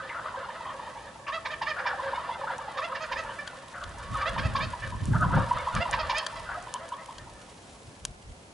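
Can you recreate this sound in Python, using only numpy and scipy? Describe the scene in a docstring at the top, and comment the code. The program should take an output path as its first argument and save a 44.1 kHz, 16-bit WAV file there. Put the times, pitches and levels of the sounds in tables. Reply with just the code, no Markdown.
"""A far flock of wild turkeys, smeared by the trees, and hoarse squeals from a roost in the pre-dawn woods.
Toms near and farther off open with squeals and whoops and run down in a rattle of glugs. The nearest,
a little right of the microphone, gobbles four times, his syrinx buzzing through throat and beak: three
pairs of a rough bark and an arched yelp, then a cluck or two. The recorder is turned by hand, so its
case clicks, rumbles and thumps right at the microphone, over a low murmur and a faint hiss."""
import sys
import numpy as np
from scipy import signal
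from scipy.fft import rfft, irfft, next_fast_len
from scipy.io import wavfile

SR = 44100
rng = np.random.default_rng(int(sys.argv[2]) if len(sys.argv) > 2 else 0)


def generate_wav(signal):
    """Clip the signal to [-1, 1] and save it as 16-bit WAV at the path in sys.argv[1]."""
    frames = np.transpose(np.atleast_2d(signal))
    scaled = np.clip(frames, -1, 1) * 32767
    pcm = np.round(scaled).astype(np.int16)
    wavfile.write(sys.argv[1], SR, pcm)


N = 376173
TIME = np.arange(N) / SR


def amp(db):
    return 10 ** (np.asarray(db) / 20)


def unit(x):
    return x / np.sqrt(np.mean(x ** 2) + 1e-18)


def colour(x, points):
    """Filter by a spectrum of (Hz, dB) points, falling steeply beyond its ends."""
    hz, db = np.transpose(points)
    size = next_fast_len(x.shape[-1])
    octave = np.log2(np.fft.rfftfreq(size, 1 / SR) + 1)
    outside = np.abs(octave - np.clip(octave, np.log2(hz[0]), np.log2(hz[-1])))
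    gain = amp(np.interp(octave, np.log2(hz), db) - 480 * outside)
    return irfft(rfft(x, size) * gain, size)[..., :x.shape[-1]]


def wander(size, rate):
    """Random values, `rate` a second, joined by lines."""
    at = np.arange(size) * rate / SR
    knots = np.random.default_rng(rng.integers(2 ** 31)).standard_normal(int(at[-1]) + 2)
    return np.interp(at, np.arange(len(knots)), knots)


def swell(size, edge):
    """An envelope with rounded edges, each a share of the length."""
    u = np.linspace(0, 1, size)
    return np.sin(np.pi / 2 * np.clip(np.minimum(u, 1 - u) / edge, 0, 1)) ** 2


def add(out, s, sound):
    """Mix a sound in at s seconds."""
    i = int(np.clip(s * SR, 0, N))
    out[i:i + len(sound)] += sound[:N - i]


def pan(x, left_db):
    return x * amp(np.array([[left_db], [-left_db]]) / 2)


def phase_of(hz):
    return 2 * np.pi * np.cumsum(hz) / SR


def glug(length, start_hz, end_hz, beak_db=-21):
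    """One short, nearly pure gliding note; its third partial rings in the beak near 3280 Hz."""
    size = int(length * SR)
    hz = np.linspace(start_hz, end_hz, size)
    phase = phase_of(hz * (1 + 0.067 * wander(size, 565)))
    beak = amp(beak_db) / (1 + ((3 * hz - 3280) / 220) ** 2)
    envelope = np.sin(np.pi * np.linspace(0, 1, size) ** 0.98) ** 2
    return envelope * (np.sin(phase) + amp(-32) * np.sin(2 * phase) + beak * np.sin(3 * phase))


def woods(x, t60_s, side_db, early, trunk_count=260, early_decay_s=0.025):
    """Single trunks throw separate echoes back to the microphone, which merge into a dull tail."""
    # What the trunks throw back. Each row: frequency in Hz, gain in dB.
    echo_spectrum = [(300, 11), (600, 8.5), (1100, 4.5), (1800, 3), (2400, 0.5), (3200, 0.5), (5200, 0),
                     (9000, -8)]
    size = 2 * SR
    t = np.arange(size) / SR
    trunks = np.zeros((2, size))
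    distance, strength = rng.random((trunk_count, 2)).T
    trunks[0, (distance ** 2 * (size - 1)).astype(int)] = strength - 0.5
    tail = rng.standard_normal((2, size))
    decay = amp(-60 * t / t60_s) + early * np.exp(-t / early_decay_s)
    response = (0.9 * unit(trunks) + tail) * (1 - np.exp(-t / 0.0032)) * decay
    response /= np.sqrt(np.sum(response[0] ** 2))
    mid, side = signal.fftconvolve(x[None], response, axes=1)[:, :N]
    return colour(mid + amp(side_db) * np.array([side, -side]), echo_spectrum)


def chorus_envelopes(attack_s=0.11, climb_db_per_s=3.5):
    """Strength of the far flock's low and high bands: each chorus flares, climbs a little and dies away."""
    # Each row: start in seconds, seconds until the fade, relative level in dB, high band's offset in dB.
    choruses = [(-.1, 0.053, -40, -0.5), (0.19, 0.52, -42.5, -3.5), (1.705, 0.46, -37.5, -3.5),
                (2.586, 0.54, -41, -2.5), (3.767, 0.34, -44.5, -2), (4.08, 0.026, -38, 1),
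                (5.17, 0.57, -36, -4), (5.93, 0.083, -44.5, 3), (6.572, 0.56, -59, -22)]
    low_power, high_power = np.zeros((2, N))
    for s, length, db, high_db in choruses:
        t = np.maximum(TIME - s, 0)
        fade_db = 17.5 * np.maximum(t - length, 0)  # outruns the climb
        strength = np.minimum(t / attack_s, 1) * amp(db + climb_db_per_s * t - fade_db)
        low_power += strength ** 2
        high_power += (amp(high_db) * strength) ** 2
    return np.sqrt(low_power), np.sqrt(high_power)


def far_flock(count=380, split_hz=1480):
    """Toms deep in the woods rattle glugs and reedy syllables over each other, arriving mostly as echo."""
    # The flock's tone at the microphone. Each row: frequency in Hz, gain in dB.
    flock_spectrum = [(400, -16), (480, 14.5), (560, 5.5), (650, -2), (760, -5.5), (980, 7), (1300, -7.5),
                      (1550, 1), (1780, -7), (2150, -16.5), (2900, -17.5), (3400, -16.5), (4000, -22.5),
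                      (5000, -24.5), (6500, -52)]
    calls = np.zeros(N)
    for k, (when, long, pitch, glide, quiet, reed_pitch) in enumerate(rng.random((count, 6))):
        s = (k + when) / count * N / SR
        hz = 720 + 600 * pitch
        note = glug(0.01295 + 0.0167 * long, hz * (1 + 0.285 * glide), hz * (1.04 - 0.297 * glide))
        add(calls, s, amp(-10 * quiet) * note)
        size = int((0.0295 + 0.0431 * long) * SR)
        arch = 0.1204 * np.sin(np.linspace(0, np.pi, size))
        phase = phase_of((500 + 140 * reed_pitch) * (1 + arch + 0.0494 * wander(size, 405.7)))
        buzz = sum(np.sin(n * phase) for n in range(1, 10))
        add(calls, s + 0.02, amp(-11 - 10 * glide) * buzz * swell(size, 0.36))
    echo = woods(calls, t60_s=0.99, side_db=-3, early=3.1)
    far = colour(amp(-8) * calls + echo, flock_spectrum)
    far = np.roll(far, -SR, axis=1)  # the flock is already in full cry at the start
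    low = signal.sosfiltfilt(signal.butter(4, split_hz, fs=SR, output="sos"), far)
    low_strength, high_strength = chorus_envelopes()
    chorus = amp(-4) * low_strength * unit(low) + amp(-3.5) * high_strength * unit(far - low)
    return pan(chorus, left_db=-0.5)


def air_and_ticks(murmur_db=-50.5, tick_count=36):
    """The low murmur of distant land; at the microphone, soft hiss and tiny ticks of the case."""
    # The murmur's tone. Each row: frequency in Hz, relative level in dB.
    murmur_spectrum = [(25, -25), (45, -7), (80, -3.5), (120, -4), (200, -6.5), (300, -9.5), (420, -10),
                       (750, -10.5), (1050, -18), (2000, -24.5), (3800, -26.5), (6500, -25.5),
                       (11000, -28.5)]
    # Its stereo width. Each row: frequency in Hz, side against mid in dB.
    murmur_width = [(30, -25), (120, -18), (300, -8), (700, -6.5), (2000, 4.5), (9000, -6)]
    mid, side = rng.standard_normal((2, N))
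    side = colour(side, murmur_width)
    murmur = unit(colour(mid * amp(wander(N, 4.4)) + np.array([side, -side]), murmur_spectrum))
    ticks, size = np.zeros(N), SR // 200
    for when, quiet in rng.random((tick_count, 2)):
        add(ticks, when * N / SR, amp(-59 - 10 * quiet) * rng.standard_normal(size) * swell(size, 0.069))
    hiss = amp(-67 + 1.5 * wander(N, 16) + 4.5 * wander(N, 180)) * rng.standard_normal(N)
    # the case creaks most while it is being turned
    turning = np.interp(TIME, [0, 2.5, 5.5, 7, 8.5], [0.5, 1.03, 1.88, 1.33, 0.45])
    creak = colour(turning * (ticks + hiss), [(2000, 12), (3000, 13.5), (6500, 7.5), (11000, 6.7)])
    return amp(murmur_db) * murmur + creak


def squeals(jitter=0.163, flutter=0.45):
    """Toms strain a high, hoarse note that breaks up into rasp and into the octave below."""
    # Each row: start in seconds, length in seconds, first and last pitch in Hz, level in dB.
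    notes = [(0.09, 0.026, 3090, 2760, -53), (0.09, 0.047, 2116, 1515, -41),
             (0.138, 0.069, 1423, 1297, -36.5), (0.239, 0.06, 1155, 1460, -39.5),
             (1.263, 0.044, 2440, 2710, -44), (1.264, 0.03, 1150, 1250, -42.5),
             (1.758, 0.065, 1382, 1604, -37), (1.829, 0.13, 1660, 1325, -39.5),
             (2.466, 0.081, 1559, 1354, -40), (3.733, 0.061, 1588, 1326, -42),
             (3.805, 0.051, 1386, 1229, -43.5), (4.176, 0.045, 1322, 1414, -37.5),
             (5.125, 0.058, 1487, 1313, -36.5), (5.306, 0.13, 1417, 1180, -35),
             (5.735, 0.051, 1338, 1253, -35.5), (6.484, 0.057, 1337, 1599, -36)]
    out = np.zeros(N)
    for s, length, start_hz, end_hz, db in notes:
        size = int(length * SR)
        phase = phase_of(np.linspace(start_hz, end_hz, size) * (1 + jitter * wander(size, 1100)))
        voice = np.sin(phase) + amp(-25) * np.sin(2 * phase) + amp(-11) * np.sin(phase / 2)
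        add(out, s, amp(db) * unit(voice * (1 + flutter * wander(size, 297)) * swell(size, 0.15)))
    return out


def whoops(lowest_hz=570):
    """Clear gliding whoops stand out of gobbles near and farther off; high ones add the octave below."""
    # Each row: start in seconds, length in seconds, first and last pitch in Hz, relative level in dB.
    glides = [(0.254, 0.013, 1284, 1150, -26), (1.276, 0.04, 1067, 1200, -24),
              (1.366, 0.023, 1264, 1260, -29), (1.839, 0.042, 1192, 713, -25.5),
              (1.894, 0.033, 1855, 1260, -27), (1.923, 0.032, 1068, 580, -27.5),
              (2.386, 0.024, 595, 537, -33.5), (2.462, 0.034, 1200, 1586, -29.5),
              (2.494, 0.026, 1090, 700, -26.5), (2.6, 0.035, 1144, 1294, -32.5),
              (2.769, 0.047, 1244, 1137, -23.5), (2.915, 0.027, 1282, 1132, -26.5),
              (3.813, 0.031, 1200, 1147, -30.5), (4.133, 0.055, 1318, 1016, -23.5),
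              (4.207, 0.046, 1127, 1237, -21), (4.572, 0.055, 994, 1159, -26),
              (5.129, 0.026, 820, 910, -28.5), (5.139, 0.035, 1208, 1288, -24),
              (5.19, 0.062, 1215, 1260, -23), (5.215, 0.032, 1368, 1396, -17),
              (5.237, 0.018, 1086, 940, -17.5), (5.301, 0.023, 1050, 950, -25.5),
              (5.326, 0.03, 1260, 1554, -20.5), (5.356, 0.0376, 1067, 617, -22.5),
              (5.56, 0.027, 842, 1445, -23), (5.754, 0.026, 1143, 1194, -24.5),
              (6.53, 0.05, 1292, 1163, -31), (6.561, 0.036, 748, 675, -30.5)]
    out = np.zeros(N)
    for s, length, start_hz, end_hz, db in glides:
        note = glug(length, start_hz, end_hz)
        octave_below = glug(length, start_hz / 2, end_hz / 2)
        is_high = min(start_hz, end_hz) / 2 > lowest_hz
        add(out, s, amp(db - 1) * (note + is_high * amp(-13) * octave_below))
    return out


def branches(x, decay_s=0.007, power_share=0.17):
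    """Twigs round the roost scatter a call and blur its edges."""
    t = np.arange(SR // 16) / SR
    scatter = rng.standard_normal(len(t)) * np.sqrt(t) * np.exp(-t / decay_s)
    scatter *= np.sqrt(power_share / np.sum(scatter ** 2))
    return np.sqrt(1 - power_share) * x + signal.fftconvolve(x, scatter)[:N]


def rattles(glug_s=0.019, pitch_sag=0.12, rebound_s=0.015, rebound_ratio=1.08):
    """Toms near and farther off sound hollow, falling double glugs, with faint, dull yelps between them."""
    # Each row: start in seconds, pitch in Hz, level in dB, then the rebound (a higher note on the
    # glug's heels) and the ring of the beak, both in dB against the glug.
    beats = [(0.338, 998, -29.5, -0.5, -18), (0.424, 1023, -32.5, -5, -16), (.484, 1003, -30.5, -12, -14),
             (0.601, 937, -32, -7, -21), (0.652, 1037, -30.5, -3, -22), (0.684, 1027, -29.5, -7.5, -9.5),
             (.79, 984, -33, -12, -14), (.825, 950, -36, -17, -22), (.868, 933, -33, -7, -20),
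             (0.955, 850, -35.5, -2, -19), (1.046, 940, -41, -9, -24), (1.15, 874, -40.5, -15, -24),
             (1.446, 928, -33, 1.5, -22), (1.61, 954, -24, -6.5, -19), (1.99, 986, -24.5, -9, -26),
             (2.067, 1040, -34, 0, -20), (2.127, 985, -23.5, -19, -14), (2.173, 983, -24.5, -13, -24),
             (2.236, 990, -33, -12, -18), (2.286, 920, -24, -11, -18), (2.35, 924, -34, -19, -22),
             (2.409, 1020, -30, -21, -24), (2.433, 907, -27, -32, -24), (2.582, 915, -30, -9, -5),
             (2.675, 853, -31, -7, -22), (2.892, 1007, -31.5, -5.5, -17), (3.112, 972, -26, -7, -7),
             (3.242, 952, -32.5, -15, -22), (3.287, 953, -31, -16, -22), (3.527, 1046, -39, -5, -24),
             (4.357, 984, -28, 1.5, -14), (4.547, 1024, -18.5, -11, -22), (4.729, 954, -26.5, -15, -13),
             (4.918, 974, -31.5, -5, -14), (5.507, 1004, -15.5, -15, -22), (5.666, 971, -20.5, -4.5, -20),
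             (5.851, 1000, -23.5, -24, -15), (5.887, 820, -29.5, -22, -22), (5.935, 1040, -21, -17, -20),
             (5.972, 905, -29, -20, -22), (6.027, 1117, -27.5, -10, -25), (6.09, 990, -22, -3.5, -17),
             (6.124, 932, -26.5, -7, -22), (6.222, 1003, -30, -18, -34), (6.664, 974, -37, -4, -9),
             (6.738, 1003, -27.5, -3, -10.5), (6.916, 993, -26.5, -3.5, -13), (7.083, 983, -33, -4.5, -17),
             (7.267, 970, -41, -11, -15)]
    # Each row: start in seconds, length in seconds, top pitch in Hz, relative level and brightness in dB.
    faint_yelps = [(0.378, 0.062, 678, -47, -14), (0.493, 0.043, 618, -43, -5),
                   (0.535, 0.05, 662, -43.5, -15), (0.644, 0.042, 634, -44, -12),
                   (0.689, 0.062, 636, -43, -9), (0.858, 0.063, 633, -49, -11), (0.96, 0.045, 595, -52, -7),
                   (1.062, 0.035, 598, -47.5, -10), (2.058, 0.049, 597, -41, -17),
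                   (2.132, 0.045, 745, -42, 0), (2.232, 0.047, 596, -42.5, -7),
                   (2.294, 0.071, 698, -45, -3), (2.494, 0.0584, 694, -43, -9),
                   (3.268, 0.068, 607, -43.5, -10), (5.564, 0.057, 741, -42, -6),
                   (5.674, 0.036, 587, -54, -5), (6.786, .09, 669, -46.5, -22),
                   (6.964, 0.084, 654, -47.5, -18), (7.181, 0.067, 620, -51, -13)]
    glugs, yelps = np.zeros((2, N))
    for s, hz, db, rebound_db, beak_db in beats:
        start_hz, end_hz = hz * (1 + pitch_sag / 2), hz * (1 - pitch_sag / 2)
        add(glugs, s, amp(db) * glug(glug_s, start_hz, end_hz, beak_db))
        rebound = glug(glug_s, rebound_ratio * start_hz, rebound_ratio * end_hz, beak_db)
        add(glugs, s + rebound_s, amp(db + rebound_db) * rebound)
    for s, length, hz, db, bright_db in faint_yelps:
        start_hz, end_hz = hz * (1 - 0.1045), hz * (1 - 0.034)
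        yelp = syllable(length, start_hz, hz, end_hz, top_at=0.67, rough=0.3, bright_db=bright_db)
        add(yelps, s, amp(db) * yelp)
    dull_db = -11  # treble lost at 5 kHz on the way to the microphone
    path = [(450, 1.5), (1200, 2.5), (1800, -3), (3500, 0), (5000, dull_db), (8000, 2 * dull_db)]
    return glugs + colour(branches(yelps), path)


def syllable(length, start_hz, top_hz, end_hz, top_at, rough, bright_db, rasp_rate=420):
    """The syrinx buzzes in a pitch arch; it rasps when forced and brightens as the beak opens."""
    # Resonances of throat and beak. Each row: centre in Hz, width in Hz, gain in dB.
    throat = [(670, 120, -7.5), (1026, 510, 1.5), (1752, 75, 12.5), (2270, 200, 0.5), (2920, 460, -6),
              (3440, 320, -4.5), (3920, 310, -21), (4730, 800, -11.5), (5310, 160, -9), (6560, 570, -10)]
    # The tone of the rushing breath. Each row: frequency in Hz, gain in dB.
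    breath_spectrum = [(600, 2.5), (1000, 0.5), (1400, -4.5), (1750, -6), (2200, -1.5), (3300, -6),
                       (4000, -6), (5100, -9), (5700, -18.5), (7500, -29)]
    size = int(length * SR)
    u = np.linspace(0, 1, size)
    closed = np.where(u < top_at, 1 - u / top_at, (u - top_at) / (1 - top_at)) ** 1.2
    pitch = top_hz + (np.where(u < top_at, start_hz, end_hz) - top_hz) * closed
    phase = phase_of(pitch * (1 + 0.083 * rough * wander(size, rasp_rate)))
    voice = np.zeros(size)
    for k in np.arange(11) + 1:
        hz = k * pitch
        power = sum(amp(2 * db) / (1 + (2 * (hz - centre) / width) ** 2) ** 1.21
                    for centre, width, db in throat)
        treble_db = (bright_db + 8) * np.clip((hz - 1900) / 700, 0, 1)
        beak_db = -16 * closed * np.clip((hz - 1800) / 2500, 0, 1)
        rolloff_db = -11 * np.clip((hz - 5150) / 300, 0, 1)  # above the last strong resonance
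        # paths through the branches give each overtone its own strength and delay
        path_db = 4.5 * wander(size, 30.6) * min(k / 5, 1)
        path_phase = rng.uniform(0, 2 * np.pi)
        gain = np.sqrt(power) * amp(treble_db + beak_db + rolloff_db + path_db)
        rasp = rough * (wander(size, rasp_rate) + 1j * wander(size, rasp_rate))
        voice += gain * np.imag((1 + rasp) * np.exp(1j * (k * phase + path_phase)))
    # air rushes through once a cycle and fills the gaps between the overtones
    breath = colour(rng.standard_normal(size) * (1 + np.cos(phase)), breath_spectrum)
    breath = colour(breath, [(500, 0), (1900, 0), (2600, bright_db + 0.5), (8000, bright_db + 9.5)])
    breath = amp(-1) * rough * unit(breath) * (1 - closed / 2)
    return unit((unit(voice) + breath) * swell(size, 0.3))


def near_tom():
    """The tom closest to the microphone: pairs of a rough bark and a clear yelp, and reedy clucks."""
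    # Three pairs to a gobble. Each row: start in seconds, bark level in dB, then the yelp's delay and
    # length in seconds, first, top and last pitch in Hz, place of the top 0-1, level and brightness in dB.
    pairs = [(1.271, -38, 0.045, 0.066, 558, 674, 629, 0.47, -34.5, -8.5),
             (1.447, -34, 0.047, .063, 536, 641, 538, 0.42, -36, -8.5),
             (1.611, -35.5, .041, 0.0794, 518, 638.5, 550, 0.53, -30.5, -6),
             (2.767, -38.5, 0.045, 0.059, 556, 690, 672, 0.61, -34.5, -6.5),
             (2.944, -34.5, 0.052, 0.065, 598, 651, 566, 0.51, -37, -8),
             (3.112, -34.5, 0.041, 0.072, 548, 659, 592, 0.54, -35, -4.5),
             (4.206, -36, 0.045, 0.048, 567, 701, 640, 0.75, -31, -9.5),
             (4.376, -33, 0.045, 0.065, 596, 660, 570, 0.56, -37, -7),
             (4.55, -34, .04, .072, 538, 643, 590, .72, -33.5, -1.5),
             (5.752, -35, 0.043, 0.047, 602, 702, 630, 0.64, -31, -9),
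             (5.922, -29, 0.061, 0.043, 608, 652, 589, 0.4, -32, -6),
             (6.09, -32.5, 0.046, 0.077, 561, 653, 555, 0.69, -31.5, 1.5)]
    # Each row: start and length in seconds, top pitch in Hz, roughness 0-1, level and brightness in dB.
    clucks = [(1.778, 0.041, 579, 0.5, -35, -14), (1.853, 0.05, 579, 0.33, -30, -8.5),
              (3.384, 0.034, 590, 0.03, -34, -11.5), (4.814, 0.055, 592.4, 0.22, -35.5, -8),
              (6.349, 0.05, 668, 0.28, -45, -8)]
    out = np.zeros(N)
    for s, bark_db, delay, length, start_hz, top_hz, end_hz, top_at, yelp_db, bright_db in pairs:
        bark = syllable(0.036, 585, 592, 480, top_at=0.38, rough=0.45, bright_db=bright_db + 4)
        yelp = syllable(length, start_hz, top_hz, end_hz, top_at, rough=0.21, bright_db=bright_db)
        add(out, s, amp(bark_db) * bark)
        add(out, s + delay, amp(yelp_db) * yelp)
    for s, length, hz, rough, db, bright_db in clucks:
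        low_hz = hz * (1 - 0.038)
        cluck = syllable(length, low_hz, hz, low_hz, top_at=0.39, rough=rough, bright_db=bright_db)
        add(out, s, amp(db) * cluck)
    return out


def case_clicks(chatter_s=0.0021, low_cut_hz=450):
    """Plastic slips by the microphone: a snap and a chatter ring the case, too small to radiate lows."""
    # Each row: start in seconds, relative level in dB, treble tilt in dB, chatter 0-1.
    slips = [(2.5815, -32, 6, 0.47), (3.475, -28, -20, 0.9), (3.838, -31, -19, 0.87),
             (3.8935, -39, 12, 0.3), (3.985, -38, 6, 0.5), (4.171, -39.5, 8, 1), (4.294, -29, 1, 0.14),
             (4.704, -36, 10, 0.3), (4.876, -46, 13, 0.7), (5.0559, -24.5, 39, 0.08), (5.2085, -38, 26, 1),
             (5.5854, -31, -11, 0.3), (5.7517, -18, -5, 0), (5.912, -19.5, 22, 0.1), (6.184, -17, 27, 0.1),
             (6.248, -39, 15, 0.2), (6.2644, -20, -15, 1), (6.625, -37, 15, 0.5), (6.74, -15.5, 4, 0.08),
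             (6.89, -33, 13, 0.23), (7.1826, -32, -16, 0.62), (8.0519, -10, 0.5, 0.14)]
    # The ring of the case. Each row: frequency in Hz, seconds to fall 60 dB, relative level in dB.
    modes = [(1090, 0.018, -19), (1690, 0.0097, -9), (3320, 0.011, -10), (3970, 0.0025, 2),
             (4560, 0.0064, -3.5), (6030, 0.0029, 4.5), (6830, 0.0026, 6), (8300, 0.00079, 17),
             (9700, 0.0017, -32)]
    out, t = np.zeros(N), np.arange(SR // 30) / SR
    for s, db, treble_db, chatter in slips:
        push = chatter * rng.standard_normal(len(t)) * np.exp(-t / chatter_s) * (1 - np.exp(-t / 0.0027))
        push[0] = 1  # the snap
        ring = np.zeros(len(t))
        for hz, t60, mode_db in modes:
            tilt_db = treble_db * np.clip((hz - 4000) / 5000, -0.3, 1)
            ring += amp(mode_db + tilt_db - 60 * t / t60) * np.sin(2 * np.pi * hz * t)
        click = signal.fftconvolve(push, ring * (1 - np.exp(-t / 0.000099)))[:len(t)]
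        add(out, s, amp(db + 2) * click / np.abs(click).max())
    low_cut = signal.butter(2, low_cut_hz, "high", fs=SR, output="sos")
    return pan(signal.sosfilt(low_cut, out), left_db=4)


def hand_friction():
    """Strength of the hand's friction on the case: each shift swells and fades."""
    # Each row: middle in seconds, length in seconds, relative level in dB.
    shifts = [(3.196, 0.28, -48.5), (3.525, 0.15, -60), (3.835, 0.15, -48), (4.095, 0.84, -42.5),
              (4.138, 0.095, -33), (4.513, 0.61, -29.5), (4.976, 0.53, -34.5), (5.17, 0.37, -24.5),
              (5.354, 0.3, -25.5), (5.538, 0.41, -36.5), (5.775, 0.15, -28.5), (5.948, 0.55, -37.5),
              (6.513, 0.53, -47), (7.266, 0.31, -47), (7.875, 0.11, -45), (8.096, 0.23, -44.5),
              (8.288, 0.12, -43)]
    power = np.zeros(N)
    for middle, length, db in shifts:
        add(power, middle - length / 2, (amp(db) * swell(int(length * SR), 0.39)) ** 2)
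    return np.sqrt(power)


def handling(firm_db=-38):
    """The hand shifts on the case: a gentle touch only thuds, a firm one rumbles higher and rubs."""
    # The case's rumble at the microphone. Each row: frequency in Hz, relative level in dB.
    rumble_spectrum = [(13, -44), (22, -37), (52, -7), (112, 1), (175, -4.5), (230, -10), (308, -17.5),
                       (341, -21), (450, -27.5), (580, -36), (990, -120)]
    grip = hand_friction()
    mid, side = colour(rng.standard_normal((2, N)), rumble_spectrum)
    side = colour(side, [(20, -16), (60, -19), (130, -5), (260, -4), (600, 7)])
    rumble = mid + np.array([side, -side])
    thud = colour(rumble, [(20, 29), (50, 10), (100, -6.5), (300, -58), (600, -12)])
    firmness = grip / (grip + amp(firm_db))
    body = (firmness * unit(rumble) + (1 - firmness) * unit(thud)) * amp(-2 + 3 * wander(N, 35))
    rub = unit(colour(rng.standard_normal(N), [(400, -13), (2000, -26), (6500, -18), (11000, -21)]))
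    return grip * (body + rub * amp(-34 + 2.2 * wander(N, 54)))


def finger_thumps(body_hz=135, length_s=0.0061):
    """A finger knocks the case: one or two heavily damped low swings."""
    # Each row: start in seconds, peak level in dB.
    knocks = [(5.083, -24), (5.153, -15.5), (5.233, -20), (5.262, -21), (5.327, -18.5), (5.355, -17),
              (5.387, -20), (5.747, -32)]
    out, t = np.zeros(N), np.arange(SR // 20) / SR
    for s, db in knocks:
        hz = body_hz * (1 + 0.095 * rng.standard_normal())
        knock = np.sin(2 * np.pi * hz * t) * t * np.exp(-2 * t / length_s)
        add(out, s, amp(db) * knock / np.abs(knock).max())
    return out


def scene():
    """Near and far birds with their echo in the woods, over the hand's noises and the air."""
    tom = branches(near_tom())
    hoarse = squeals()
    notes = rattles() + branches(whoops())
    direct = pan(tom, left_db=-3.5) + pan(notes, left_db=0) + pan(hoarse, left_db=2.5)
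    scattered = amp(-10) * tom + amp(-12) * notes + amp(-8) * hoarse
    echo = woods(scattered, t60_s=2.34, side_db=-0.5, early=2.2)
    return direct + echo + far_flock() + case_clicks() + handling() + finger_thumps() + air_and_ticks()


def record(dry):
    """Sound reaches the right microphone port a moment before the left; the recorder cuts the top."""
    lag_samples, top_hz = 0.39, 11020
    left = signal.lfilter([1 - lag_samples, lag_samples], 1, dry[0])
    high_cut = signal.ellip(10, 0.2, 70, top_hz, fs=SR, output="sos")
    return signal.sosfilt(high_cut, np.array([left, dry[1]]))


dry = scene()
out = record(dry)
generate_wav(out)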